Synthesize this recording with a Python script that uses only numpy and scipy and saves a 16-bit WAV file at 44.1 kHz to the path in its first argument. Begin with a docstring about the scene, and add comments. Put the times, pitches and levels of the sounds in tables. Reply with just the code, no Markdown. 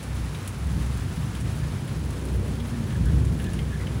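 """Light rain and gusty wind beside a house

A hollow rumble swells with the gusts, trees roar, and the wind moans once over a wash of far rain.
Small drops patter and spray, near ones snap on hard surfaces, and drips ring a gutter. A far bird
gives short raspy calls made of narrow noise. Walls and roofs scatter the drops, drips and calls."""
import sys
import numpy as np
from scipy import signal
from scipy.fft import rfft, irfft
from scipy.io import wavfile

SR = 44100
rng = np.random.default_rng(int(sys.argv[2]) if len(sys.argv) > 2 else 0)


def transcribe(u):
    """Save the signal u as a 16-bit wav file named by the first command-line argument.

    u: samples, shape (n,) or (channels, n), limited to [-1, 1]; the rate is SR.
    q: integer samples, one column per channel.
    """
    v = np.clip(np.atleast_2d(u).T, -1, 1)
    q = np.round(v * 32767).astype(np.int16)
    wavfile.write(sys.argv[1], SR, q)


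N = 176400
T = np.arange(N) / SR

# Tone of the distant rain. Each row: frequency in Hz, relative density in dB.
WASH_TONE = [(20, -4), (200, 0), (600, 0), (1000, 1), (1600, -1), (2200, -4), (3100, -6), (4800, -10),
             (8000, -12.5), (16000, -16)]
# Fader for the distant rain. Each row: time in seconds, level in dB.
WASH_FADER = [(0, -42), (1.4, -42), (2.3, -43.5), (4, -43)]
# Far bird calls. Each row: start in seconds, length in seconds, level in dB, top pitch in Hz.
BIRD_CUES = [(1.615, 0.041, -47, 1722), (2.725, 0.054, -50.5, 1790), (2.904, .075, -46.5, 1687),
             (3.049, 0.0575, -44, 1642), (3.386, .06, -47.5, 1680), (3.436, .07, -46, 1718),
             (3.703, 0.064, -45, 1727), (3.797, .04, -47, 2020)]
# Sizzle of the finest droplets. Each row: frequency in Hz, relative density in dB.
SPRAY_TONE = [(100, -50), (5000, -27), (8500, -12), (10500, 1), (12500, -4), (16000, -3)]
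# Tone of the small drops. Each row: frequency in Hz, relative density in dB.
PATTER_TONE = [(100, -44), (1500, -12), (4000, 1), (8000, -2), (9600, -0.5), (11000, -2), (16000, -5)]
# Fader for the small drops. Each row: time in seconds, level in dB.
PATTER_FADER = [(0, -58), (0.9, -55.5), (1.45, -58), (1.8, -59), (2.25, -54), (2.6, -59), (4, -58.5)]
# Gutter drips. Each row: start in seconds, relative level in dB, pitch ratio.
DRIP_CUES = [(0.346, -38, 1.16), (1.35, -39.5, 1.2), (1.877, -42, 1.05), (2.6005, -36.5, 1.08),
             (2.906, -42, .92), (2.924, -42, 1.04), (3.399, -40.5, .9), (3.443, -40, 1.3),
             (3.462, -40.5, 1.15), (3.5345, -40.5, 0.88), (3.589, -34, 1.0), (3.8675, -37, 1)]
# The gutter's ring. Each row: frequency in Hz, relative level in dB, seconds to fall 60 dB.
GUTTER_MODES = [(1920, 2, .05), (2130, 5, 0.084), (2490, -4, 0.022), (3016, 6, 0.032), (3200, 4.5, 0.041),
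                (3390, -7, 0.01)]
# A drip's wet splat. Each row: frequency in Hz, relative density in dB.
SPLAT_TONE = [(300, -25), (1500, -3), (3200, 7), (4500, -11), (12000, -12)]
# Near drops. Each row: start in seconds, relative level in dB, splash against the hit in dB.
TICK_CUES = [(0.029, -31, -2), (0.041, -34, -11), (0.4764, -18, -13), (0.4783, -17, -10),
             (0.798, -33.5, -3.5), (0.864, -29, -9), (0.972, -36.5, 0), (1.228, -48, -9),
             (1.351, -36.5, -0.5), (1.403, -35, 4.5), (1.519, -36, -2), (2.105, -34, -3), (2.239, -32, -6),
             (2.2543, -23.5, -16), (2.695, -31, -4), (3.055, -32, -2), (3.132, -45, -6), (3.252, -27.5, -9),
             (3.4425, -28, -13), (3.5333, -38, 7)]
# Bright snap of a near drop. Each row: frequency in Hz, gain in dB.
TICK_TONE = [(100, -37), (1500, -4), (4000, -6), (7000, -2), (9500, 0.5), (16000, -7)]
# Gusts that drive the rumble. 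Each row: time in seconds, relative level in dB.
GUST_FADER = [(0, -34.5), (0.2, -28), (0.34, -32), (0.56, -31), (0.66, -30), (0.8, -22), (0.88, -28.5),
              (1.3, -27.5), (1.65, -26.5), (1.8, -27.5), (2.05, -29), (2.18, -33), (2.36, -27), (2.6, -30),
              (2.92, -27.5), (3.1, -19.5), (3.25, -20.5), (3.4, -25.5), (3.6, -26.5), (3.75, -29),
              (4.0, -26.5)]
# Body of the wind. Each row: frequency in Hz, relative density in dB.
RUMBLE_TONE = [(20, -54), (30, -27), (42, -27.5), (54, -12), (80, -21), (110, -5.5), (160, -8),
               (200, -13.5), (300, -23), (600, -42.5), (2000, -92)]
# Hollow resonances in the rumble. Each row: frequency in Hz, width in Hz, relative level in dB.
HOLLOW_BANDS = [(95.13, 5.4, -8), (123.4, 5.7, -13), (151.2, 7, -13)]
# Swells of the deepest hollow. Each row: time in seconds, level in dB.
BOOM_FADER = [(0, -45), (0.2, -26), (0.37, -40.5), (0.55, -40), (0.66, -26), (0.85, -29), (1.05, -34),
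              (1.22, -34), (1.45, -35.5), (1.65, -31), (1.8, -47), (2.03, -29.5), (2.17, -39.5),
              (2.33, -29), (2.55, -34), (2.88, -37), (3.08, -21.5), (3.27, -24.5), (3.42, -32),
              (3.8, -34.5), (4.0, -32.5)]
# Wind in the trees. Each row: frequency in Hz, relative density in dB.
ROAR_TONE = [(40, -26), (120, -13.5), (215, -2), (300, -8.5), (450, -12), (700, -23.5), (2000, -59)]
# Fader for the trees. Each row: time in seconds, relative level in dB.
ROAR_FADER = [(0, -48), (0.5, -50.5), (1.3, -48), (2.0, -44.5), (2.3, -39.5), (2.9, -44.5), (3.17, -42),
              (3.45, -42.5), (3.78, -43.5), (4.0, -43)]
# A moan that rises and sinks. Each row: time in seconds, pitch in Hz, level in dB.
MOAN_PATH = [(2.2, 205, -62), (2.55, 224, -38), (2.71, 246.2, -38.5), (2.82, 224, -31.5), (3.0, 213, -45),
             (3.5, 210.4, -48), (3.8, 208.6, -66)]
# Microphone colour. 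Each row: frequency in Hz, gain in dB.
MIC_EQ = [(20, 1.5), (8000, -1), (9200, -1), (10200, 2), (10800, 0.5), (11700, -9.5), (12700, -9),
          (14500, -5.5), (16000, -4.5)]

SNAP_DECAY_S = 0.00031  # one drop's impact, in both patter and ticks


def amp(db):
    """Decibels to gain."""
    return 10 ** (np.asarray(db) / 20)


def unit_rms(x):
    """Scales to rms 1."""
    return x / np.sqrt(np.mean(x ** 2) + 1e-20)


def curve(points, column=1):
    """Joins the points of a time table by straight lines."""
    rows = np.array(points)
    return np.interp(T, rows[:, 0], rows[:, column])


def colour(x, points):
    """Equalises x by a (Hz, dB) table."""
    f, db = np.transpose(points)
    hz = np.fft.rfftfreq(len(x), 1 / SR)
    gain = amp(np.interp(np.log(hz + 1), np.log(f), db))
    return irfft(rfft(x) * gain, len(x))


def noise(tone, length=N):
    """Noise of rms 1 with the given spectrum."""
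    return unit_rms(colour(rng.standard_normal(length), tone))


def wander(rate_hz):
    """Random drift of rms 1, mostly slower than rate_hz."""
    hz = np.fft.rfftfreq(N, 1 / SR)
    spectrum = rfft(rng.standard_normal(N)) / (1 + (hz / rate_hz) ** 2)
    return unit_rms(irfft(spectrum * (hz > 0), N))


def whistle(hz, width_hz, steady=0):
    """A narrow band of noise around a pitch; steady (0-1) evens out its loudness."""
    flutter = wander(width_hz) + 1j * wander(width_hz)
    flutter = flutter / (abs(flutter) + .1) ** steady
    carrier = np.exp(2j * np.pi * np.cumsum(hz * np.ones(N)) / SR)
    return unit_rms((flutter * carrier).real)


def drop_bursts(per_s, spread_db, cap_db, decay_s):
    """Drops of uneven size land at random, each a dying burst of noise."""
    size = amp(np.minimum(spread_db * rng.exponential(1, N), cap_db))
    hits = size * (rng.random(N) < per_s / SR)
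    envelope = signal.lfilter([1], [1, -np.exp(-1 / (SR * decay_s))], hits)
    return envelope * rng.standard_normal(N)


def add(mix, start, sound):
    """Lays a sound into the mix at start seconds."""
    part = mix[round(start * SR):][:len(sound)]
    part += sound[:len(part)]


def yard(x, wet_db, t60_s=0.22):
    """Adds a short scatter from walls and roofs."""
    t = T[:SR // 2]
    echoes = rng.standard_normal(len(t)) * (rng.random(len(t)) < .05)
    tail = echoes * np.exp(-np.log(1000) * t / t60_s)
    return x + amp(wet_db) * signal.fftconvolve(x, tail / np.linalg.norm(tail))[:N]


def wash(flicker_db=0.86, flicker_hz=14):
    """A bed of distant rain, flickering slightly, with a faint whine in it."""
    rain = noise(WASH_TONE) * amp(curve(WASH_FADER) + flicker_db * wander(flicker_hz))
    whine = amp(-64) * whistle(hz=946.5, width_hz=2.5, steady=0.29)
    return rain + whine


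def bird(bend=.03, rasp_hz=103):
    """Short raspy notes with a slight pitch arch and a weak overtone."""
    level, pitch = np.zeros(N), np.zeros(N)
    for start, length, db, hz in BIRD_CUES:
        progress = np.clip((T - start) / length, 0, 1)
        arch = np.sqrt(np.maximum(np.sin(np.pi * progress), 0))
        level += amp(db) * arch
        pitch = np.where(T >= start, hz * (1 + bend * (arch - 1)), pitch)
    return level * (whistle(pitch, rasp_hz) + amp(-13.5) * whistle(2 * pitch, 2 * rasp_hz))


def spray():
    """Short, high fizzles where drops shatter."""
    fizz = drop_bursts(per_s=58, spread_db=8, cap_db=24, decay_s=0.0063)
    return amp(-59) * unit_rms(colour(fizz, SPRAY_TONE))


def patter(clump_db=2.5, clump_hz=12):
    """Many tiny impacts, swelling and thinning in clumps."""
    drops = drop_bursts(per_s=450, spread_db=9, cap_db=17.1, decay_s=SNAP_DECAY_S)
    clumps = amp(clump_db * wander(clump_hz))
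    return amp(curve(PATTER_FADER)) * unit_rms(colour(drops * clumps, PATTER_TONE))


def drips(detune=.012, attack_s=0.0018, splat_decay_s=.007):
    """Each drip splats and rings the gutter briefly, at a slightly different spot."""
    out, t = np.zeros(N), T[:4096]
    attack = np.minimum(t / attack_s, 1)
    for start, db, ratio in DRIP_CUES:
        ring = 0
        for hz, mode_db, t60 in GUTTER_MODES:
            pitch = hz * ratio * (1 + detune * rng.standard_normal())
            decay = np.exp(-np.log(1000) * t / t60)
            ring += amp(mode_db) * decay * np.sin(2 * np.pi * (pitch * t + rng.random()))
        splat = noise(SPLAT_TONE, len(t)) * np.exp(-t / splat_decay_s)
        add(out, start, amp(db) * attack * (amp(-10) * ring + amp(-0.5) * splat))
    return out


def ticks(droplets_per_s=1400, splash_decay_s=0.011, trim_db=-1.5):
    """A near drop snaps on a hard surface, and its droplets land just after."""
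    out, t = np.zeros(N), T[:2048]
    snap = np.exp(-t / SNAP_DECAY_S)
    for start, db, splash_db in TICK_CUES:
        droplets = rng.random(len(t)) < droplets_per_s / SR
        hits = amp(splash_db) * droplets * np.exp(-t / splash_decay_s)
        hits[0] = 1  # the drop itself
        envelope = signal.fftconvolve(hits, snap)[:len(t)]
        add(out, start, amp(db + trim_db) * envelope * rng.choice([-1, 1], len(t)))
    return colour(out, TICK_TONE)


def wind():
    """A hollow rumble that rides the gusts, a deep boom, a roar in the trees and one moan."""
    rumble = amp(-5) * noise(RUMBLE_TONE)
    hollows = sum(amp(db) * whistle(hz, width, steady=0.25) for hz, width, db in HOLLOW_BANDS)
    boom = amp(curve(BOOM_FADER)) * whistle(hz=65.3, width_hz=5.75, steady=0.58)
    roar = amp(curve(ROAR_FADER) + 5) * noise(ROAR_TONE)
    moan = amp(curve(MOAN_PATH, column=2)) * whistle(curve(MOAN_PATH), width_hz=3.8, steady=0.69)
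    return amp(curve(GUST_FADER)) * (rumble + hollows) + boom + roar + moan


def scene():
    """A mono mix: wind and wash stay dry, the small sounds get the yard's echo."""
    near_rain = yard(patter() + spray() + ticks(), wet_db=-13)
    return (wind() + wash() + near_rain + yard(drips() + bird(), wet_db=-7))[None]


def record(dry, low_cut_hz=36, high_cut_hz=15850):
    """Microphone colour, a bass cut and a steep top cut."""
    low_cut = signal.butter(4, low_cut_hz, "high", fs=SR, output="sos")
    high_cut = signal.firwin(711, high_cut_hz, window=("kaiser", 9), fs=SR)
    heard = signal.sosfilt(low_cut, colour(dry[0], MIC_EQ))
    return signal.oaconvolve(heard, high_cut, "same")[None]


dry = scene()
out = record(dry)
transcribe(out)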